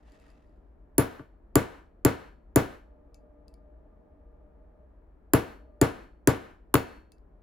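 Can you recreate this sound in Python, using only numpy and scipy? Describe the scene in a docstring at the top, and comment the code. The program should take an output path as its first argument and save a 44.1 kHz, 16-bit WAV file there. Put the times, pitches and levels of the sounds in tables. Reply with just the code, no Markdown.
"""A steel hammer taps a punch eight times, driving a pin into a pistol slide on a matted workbench.
Each blow makes the steel chatter and ring, the slide clack, the bench top thud and a small room ring.
A limiter holds the blows down. Before, between and after the two runs of four blows, the hands shift
the parts with faint ticks. Fingers rub the metal once at the start. A low rumble and a thin hum lie
under it all."""
import sys
import numpy as np
from scipy import signal
from scipy.io import wavfile
from scipy.ndimage import uniform_filter1d, minimum_filter1d

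SR = 44100
rng = np.random.default_rng(int(sys.argv[2]) if len(sys.argv) > 2 else 0)


def unload_wav(signal):
    """Save mono or channel-first audio to the path in sys.argv[1] as 16-bit WAV at rate SR, clipped to [-1, 1]."""
    wavfile.write(
        sys.argv[1],
        SR,
        np.round(np.clip(np.atleast_2d(signal).T, -1, 1) * 32767).astype(np.int16),
    )


N = 327222
TIME = np.arange(N) / SR

# The hammer blows. Each row: start in seconds, then four relative levels in dB:
# force, clack of the slide, bright edge above 9 kHz, steel ring.
BLOWS = [(0.981, -.5, -4.5, 4.5, -3), (1.5551, 1, 2.5, -3.5, -2.5), (2.0492, 1, 1.5, -3, -2.5),
         (2.559, -2, -11.5, -4.5, -3), (5.3346, -1.2, 4, -.5, -2), (5.8136, 1, -1, -5.5, -3),
         (6.2732, 2, 4, -2.5, -5.5), (6.7408, 0.43, 15.5, 0.5, 5)]
# The hammer settles softly on the punch. Each row: start in seconds, force in dB, clack in dB.
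SOFT_KNOCKS = [(1.194, -36.5, -30)]
# Lasting tones of slide and hammer. Each row: pitch in Hz, level in dB, seconds to fade by 60 dB (t60).
STEEL_TONES = [(2284, -49.5, 0.17), (2644, -48, 0.37), (4340, -54, 0.42), (6270, -52, 0.16),
               (6900, -47, .18), (7200, -47, 0.17), (7670, -49, 0.16), (10080, -48.5, 0.26),
               (10600, -50.5, 0.17), (11520, -52.5, .12), (15500, -46.5, .16)]
# How alike the room sounds left and right. Each row: frequency in Hz, likeness (1 means the same).
ROOM_LIKENESS = [(60, .93), (130, 0.59), (290, 0.43), (640, 0.017), (1400, 0.067), (3100, 0.87),
                 (7000, 0.11), (15000, .25)]
THUD_DB = 2.5  # added to a blow's force for the bench thud and the room ring below 4 kHz


def from_db(db):
    """Turn decibels into a gain to multiply by."""
    return 10 ** (np.asarray(db) / 20)


def rms_one(x):
    """Scale a signal so that its average level (rms) is 1."""
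    return x / np.sqrt(np.mean(x ** 2) + 1e-20)


def at_hz(points, hz):
    """Read a value between the rows of a frequency table, spacing octaves evenly."""
    frequencies, values = np.transpose(points)
    return np.interp(np.log(hz), np.log(frequencies), values)


def butter(x, hz, kind, order=2):
    """A smooth filter that keeps the lows, the highs or one band."""
    sections = signal.butter(order, np.clip(hz, 10, .45 * SR), kind, fs=SR, output="sos")
    return signal.sosfilt(sections, x + 1e-18)


def resonate(x, hz, width):
    """Make a signal ring around one pitch; a narrower width in Hz rings longer."""
    r = np.exp(-np.pi * width / SR)
    feedback = [1, -2 * r * np.cos(2 * np.pi * hz / SR), r * r]
    return signal.lfilter(np.array([1, 0, -1]) * (1 - r * r) / 2, feedback, x + 1e-18)


def place(times, sounds):
    """Lay each sound on the time line at its own moment."""
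    out = np.zeros(np.shape(sounds[0])[:-1] + (N + SR,))
    for s, sound in zip(times, sounds):
        start = max(round(s * SR), 0)
        out[..., start:start + sound.shape[-1]] += sound
    return out[..., :N]


def pan(x, left_db, lag_s=0):
    """Mono to stereo: the left is louder by left_db, and the right is later by lag_s."""
    delayed = np.interp(TIME - lag_s, TIME, x)
    return np.array([x * from_db(left_db / 2), delayed * from_db(-left_db / 2)])


def swell(start_s, end_s, db, rise_db_per_s, fall_db_per_s):
    """A gain that rises to a level, holds it from start to end, and falls away."""
    before, after = np.maximum(start_s - TIME, 0), np.maximum(TIME - end_s, 0)
    return from_db(db - rise_db_per_s * before - fall_db_per_s * after)


def noise_bands(spectrum, likeness, size):
    """Stereo noise as 24 pairs of centre in Hz and band, with a total power of about 1."""
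    edges = np.geomspace(20, 17000, 25)
    centres = np.sqrt(edges[:-1] * edges[1:])
    gains = from_db(at_hz(spectrum, centres))
    gains = gains / np.sqrt(np.sum(gains ** 2 * np.diff(edges)) * 2 / SR)
    white = rng.standard_normal((2, 2, size))
    for k, hz in enumerate(centres):
        mid, side = butter(white[k % 2], edges[k:k + 2], "band")
        alike = np.clip(at_hz(likeness, hz), -1, 1)
        shared = np.sqrt((1 + alike) / 2) * mid
        opposed = np.sqrt((1 - alike) / 2) * side * [[1], [-1]]
        yield hz, gains[k] * (shared + opposed)


def struck(tones, scatter_db, spread, wide_hz=600):
    """Half a second of a struck object in stereo: fading tones, neighbours swinging opposite ways."""
    t = TIME[:SR // 2]
    hz, db, t60 = np.transpose(tones)[:, :, None]
    index = np.arange(len(hz))[:, None]
    # short waves depend more on the striking point, and reach left and right out of step
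    shortness = np.minimum(hz / wide_hz, 1)
    strength = from_db(db + scatter_db * shortness ** 2 * rng.standard_normal(db.shape)) * (-1) ** index
    offset = spread * shortness * (-1) ** (index // 2)
    decay = strength * from_db(-60 * t / t60)
    phase = 2 * np.pi * hz * t
    return np.array([np.sum(decay * np.sin(phase + side * offset), axis=0) for side in (1, -1)])


def background(rumble_db=-54.5, hum_rest_db=-75.5):
    """The room rumbles low, and a thin, wavering hum comes and goes."""
    # Colour of the rumble. Each row: frequency in Hz, relative level in dB.
    rumble_colour = [(20, -8.5), (53, 4), (98, -23.5), (160, -17.5), (301, -16), (542, -23), (698, -25),
                     (1120, -33), (1700, -38), (2750, -62.5), (5000, -69.5), (16000, -66)]
    # How alike the rumble is left and right. Each row: frequency in Hz, likeness.
    rumble_likeness = [(50, .97), (200, 1), (600, 0.14), (3000, 0.16)]
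    # Tones of the hum. Each row: pitch in Hz, width in Hz, relative level in dB.
    hum_tones = [(289, 13, -5.5), (470, 17, -8.5), (601, 7.3, -4), (625, 42, -5.5), (846, 74, -15),
                 (1200, 25, -19)]
    # Times when the hum grows. Each row: start in seconds, end in seconds, level in dB.
    hum_swells = [(0, .35, -65.5), (2.92, 4.78, -62.5), (5.684, 5.798, -61.5)]
    rumble = sum(band for hz, band in noise_bands(rumble_colour, rumble_likeness, size=N))
    noise = rng.standard_normal((2, N)) + rng.standard_normal(N)
    hum = sum(from_db(db) * rms_one(resonate(resonate(noise, hz, width), hz, width))
              for hz, width, db in hum_tones)
    swells = sum(swell(*row, rise_db_per_s=62, fall_db_per_s=38.5) for row in hum_swells)
    hum_gain = np.maximum(swells, from_db(hum_rest_db))
    return (from_db(rumble_db) * rumble + hum_gain * rms_one(hum)) * from_db([[.7], [-.7]])


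def rub_stroke():
    """Pressure of the sliding fingers, as a gain: one stroke that swells, holds and dies away."""
    return swell(start_s=.11, end_s=0.29, db=-65.5, rise_db_per_s=106, fall_db_per_s=70.5)


def finger_rub(grain_db=2.5, ring_db=4, hiss_db=-3):
    """Skin rubs over metal with an uneven, dry hiss that makes the steel ring."""
    # Colour of the hiss. Each row: frequency in Hz, relative level in dB.
    hiss_colour = [(1200, 3.5), (2000, -7), (3500, -7.5), (7000, -13.5), (11000, -23), (16000, -34)]
    # Where the rubbed steel rings. Each row: pitch in Hz, width in Hz, relative level in dB.
    resonances = [(1917, 260, 2.5), (2605, 250, -4.5)]
    hiss = sum(band for hz, band in noise_bands(hiss_colour, ROOM_LIKENESS, size=SR))
    ring = sum(from_db(db + ring_db) * resonate(hiss, hz, width) for hz, width, db in resonances)
    grain = from_db(grain_db * rms_one(butter(rng.standard_normal(SR), 60, "low")))
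    return place([0], [(from_db(hiss_db) * hiss + ring) * grain]) * rub_stroke()


def ticks(level_db=-1, contact_s=0.00099, after_db=-26, after_t60=0.19, ring_db=19,
          damping_db_per_s=170, soft_hz=7000, catches_per_s=25, catch_db=4):
    """Steel parts touch as the grip changes and catch under the fingers; the held slide rings briefly."""
    # Light touches. Each row: start in seconds, strength in dB, ring relative to the touch in dB.
    grip_touches = [(0.1203, -52, -1), (0.1986, -54, 6), (0.3023, -58, 3), (3.1444, -43, -1.5),
                    (3.4814, -46, -10), (3.5402, -48.5, -12), (7.1197, -42, -4.5), (7.1827, -61, -12)]
    # Colour of a touch, from the punch tip on the pin and from the slide. Each row: pitch in Hz, width in Hz,
    # relative level in dB.
    resonances = [(2622, 71.4, -10), (4700, 500, -11), (4800, 390, 6), (6750, 1700, -13),
                  (9300, 1100, -4.5)]
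    t = TIME[:SR // 8]
    force = np.exp(-t / contact_s) + from_db(after_db - 60 * t / after_t60)
    stroke = rub_stroke()
    moments = np.flatnonzero(rng.random(SR) < catches_per_s / SR)
    catches = [(i / SR, 20 * np.log10(stroke[i]) + catch_db, 0) for i in moments]
    times, touch_db, loose_db = np.transpose(grip_touches + catches)
    bursts = [from_db(db + level_db) * force * rng.standard_normal(len(t)) for db in touch_db]
    touches = place(times, bursts)
    clicks = sum(from_db(db) * resonate(touches, hz, width) for hz, width, db in resonances)
    hand_damping = from_db(ring_db - damping_db_per_s * TIME[:SR // 2])
    rings = [from_db(db) * hand_damping * struck(STEEL_TONES, scatter_db=5.5, spread=0.55)
             for db in touch_db + loose_db]
    return pan(clicks, left_db=6.5) + butter(place(times, rings), soft_hz, "low")


def chatter_db(bright, average_db=-1.4, growth=1.8):
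    """Each blow's chatter grows faster than its force; the bright edge depends on a square hit."""
    _, force_db, _, edge_db, _ = np.transpose(BLOWS)
    return edge_db if bright else average_db + growth * force_db


def room_ring(level_db=-23.0, build_s=.005, treble_follow=0.36, left_db=1.5, change=0.59):
    """The room rings after every blow; its fine pattern shifts with the striking point."""
    # Colour of the ring. Each row: frequency in Hz, relative level in dB.
    colour = [(50, -4.5), (130, -8), (300, 6.5), (600, 0), (1000, -5.5), (1500, -6), (2300, -14),
              (3500, -20), (5500, -24.5), (7200, -22), (8500, -28), (11000, -25.5), (15500, -30)]
    # The treble dies a little sooner. Each row: frequency in Hz, seconds to fade by 60 dB.
    fade_times = [(100, .35), (400, 0.32), (1500, 0.36), (4000, 0.32), (8000, .31), (15000, .29)]
    t = TIME[:SR * 3 // 4]
    times, force_db, *_ = np.transpose(BLOWS)
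    tails = np.zeros((len(times), 2, len(t)))
    for hz, band in noise_bands(colour, ROOM_LIKENESS, size=2 * len(t)):
        drive_db = THUD_DB + force_db if hz < 4000 else treble_follow * chatter_db(bright=hz > 9000)
        # each blow gets its own blend of two stretches of noise
        blend = change * rng.standard_normal((len(times), 1, 1))
        pattern = np.cos(blend) * band[:, :len(t)] + np.sin(blend) * band[:, len(t):]
        envelope = from_db(-60 * t / at_hz(fade_times, hz)) * (1 - np.exp(-t / build_s))
        tails += from_db(level_db + drive_db)[:, None, None] * pattern * envelope
    return place(times, tails) * from_db([[left_db / 2], [-left_db / 2]])


def bench_thud(delay_s=.0015, left_db=3.0, press_s=0.04, lift_s=0.00049, free_db=-3.5):
    """The slide is driven into the mat and the bench thuds; as the pressure lifts, it rings less."""
    # The bench top with the slide on it. 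Each row: pitch in Hz, level in dB, seconds to fade by 60 dB.
    bench_tones = [(55.6, -30, 0.16), (80.55, -26.5, 0.27), (111.4, -20, 0.21), (137.7, -18, 0.15),
                   (187.4, -27, 0.16), (260.6, -12, .078), (304.4, -12.5, 0.085), (311, -37, .25),
                   (372, -5.5, 0.022), (423, -8.5, 0.032), (459.2, -24, 0.23), (566, -23.5, 0.1),
                   (621, -32.5, 0.25), (664, -27.5, 0.16), (891, -31.5, 0.13), (959.4, -35, 0.31),
                   (1167, -22.5, .022), (1157, -29.5, 0.18), (1430, -20.5, 0.014), (1396, -35, 0.22),
                   (1503, -37.5, 0.32), (1720, -37.5, 0.16)]
    t = TIME[:SR // 2]
    hits = [row[:2] for row in BLOWS + SOFT_KNOCKS]
    lifted = (1 + np.tanh((t + delay_s - press_s) / lift_s)) / 2
    contact = from_db(free_db * lifted)
    thuds = [from_db(THUD_DB + db) * contact * struck(bench_tones, scatter_db=0.73, spread=0.25)
             for s, db in hits]
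    return place([s + delay_s for s, db in hits], thuds) * from_db([[left_db / 2], [-left_db / 2]])


def slide_clack(hard_hz=1130, hard_db=-19, woody_hz=640, woody_db=-20.0, width_hz=520,
                t60=0.011, delay_s=.0008, rebound_s=.013, rebound_db=-10):
    """The slide knocks against its support, and once more as it drops back onto the mat."""
    t = TIME[:SR // 10]
    hits = BLOWS + SOFT_KNOCKS
    since_rebound = np.maximum(t - rebound_s, 0)
    rebound = (since_rebound > 0) * from_db(rebound_db - 60 * since_rebound / t60)
    force = from_db(-60 * t / t60) + rebound
    strength = np.sqrt(np.mean(force ** 2))

    def rattle(hz):
        """A burst of noise around one pitch that follows the force."""
        noise = rng.standard_normal(len(t))
        return rms_one(force * resonate(resonate(noise, hz, width_hz), hz, width_hz))

    clacks = []
    for _, force_db, clack_db, *_ in hits:
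        hard = from_db(clack_db + hard_db) * rattle(hard_hz)  # depends on the aim
        woody = from_db(force_db + woody_db) * rattle(woody_hz)  # depends on the weight of the blow
        clacks.append(strength * (hard + woody))
    return pan(place([row[0] + delay_s for row in hits], clacks), left_db=5.0, lag_s=.00008)


def steel_ring(level_db=-0.5):
    """Thin tones linger in the steel after a blow, more when the grip is loose."""
    rings = [from_db(ring_db + level_db) * struck(STEEL_TONES, scatter_db=4.0, spread=0.26)
             for *_, ring_db in BLOWS]
    return place([row[0] for row in BLOWS], rings)


def punch_chatter(contact_s=0.0019, rise_s=0.00024, level_db=-2.0, after_db=-19, after_t60=0.12,
                  edge_hz=9000, scatter=0.58):
    """Hammer, punch and pin chatter for two milliseconds, then buzz away; a square hit is brighter."""
    # Punch and hammer head, damped by the hands. 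Each row: pitch in Hz, width in Hz, level in dB.
    resonances = [(1920, 250, -8.5), (2780, 410, -14.5), (4570, 450, -11.5), (7220, 280, -1.5),
                  (9644, 260, -0.5), (11120, 170, 4), (13170, 400, -3), (14640, 790, 3)]
    t = TIME[:SR // 10]
    times = [row[0] for row in BLOWS]
    force = np.exp(-(t / contact_s) ** 4) + from_db(after_db - 60 * t / after_t60)
    force = force * (1 - np.exp(-t / rise_s))

    def bursts(hz, width, gains):
        """Fresh noise shakes one resonance at every blow."""
        shakes = [rms_one(resonate(force * rng.standard_normal(len(t)), hz, width)) for _ in times]
        return place(times, [gain * shake for gain, shake in zip(gains, shakes)])

    out = 0
    for hz, width, db in resonances:
        bright = hz > edge_hz
        strength = np.sqrt(np.mean(force ** 2) * np.pi * width / SR)
        gains = strength * from_db(level_db + db + chatter_db(bright))
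        direct, scattered = bursts(hz, width, gains), bursts(hz, width, gains)
        # the highest tones reach left and right out of step, partly scattered by the hands
        if bright:
            wide = pan(direct, left_db=-2.0, lag_s=-0.000094) + scatter * scattered * [[1], [-1]]
            out = out + wide / np.hypot(1, scatter)
        else:
            out = out + pan(direct, left_db=5)
    return out


def scene(blow_db=8):
    """Loud blows over quiet handling and room noise."""
    blows = bench_thud() + slide_clack() + punch_chatter() + steel_ring() + room_ring()
    return from_db(blow_db) * blows + ticks() + finger_rub() + background()


def limiter(x, ceiling_db=-9.0, hold_s=0.11, release_db_per_s=90, ahead_s=0.0029):
    """The volume drops just ahead of a loud sound, stays down, then climbs back."""
    power = uniform_filter1d(np.mean(x ** 2, axis=0), size=44)
    over_db = np.maximum(10 * np.log10(np.abs(power) + 1e-12) - ceiling_db, 0)
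    hold, ahead = int(hold_s * SR), int(ahead_s * SR)
    held_db = -minimum_filter1d(-over_db, hold, origin=(hold - 1) // 2)  # largest recent excess
    release_db = release_db_per_s * TIME
    cut_db = np.maximum.accumulate(held_db + release_db) - release_db
    early_cut_db = np.pad(cut_db[ahead:], (0, ahead))
    return x * from_db(-uniform_filter1d(early_cut_db, size=88))


def record(dry, peak=0.44, cutoff_hz=16200):
    """Hold the blows down, round off their peaks and steeply cut the highest treble."""
    limited = limiter(dry)
    rounded = limited / (1 + (limited / peak) ** 4) ** (1 / 4)
    treble_cut = signal.ellip(10, .2, 80, cutoff_hz, fs=SR, output="sos")
    return signal.sosfilt(treble_cut, rounded)


dry = scene()
out = record(dry)
unload_wav(out)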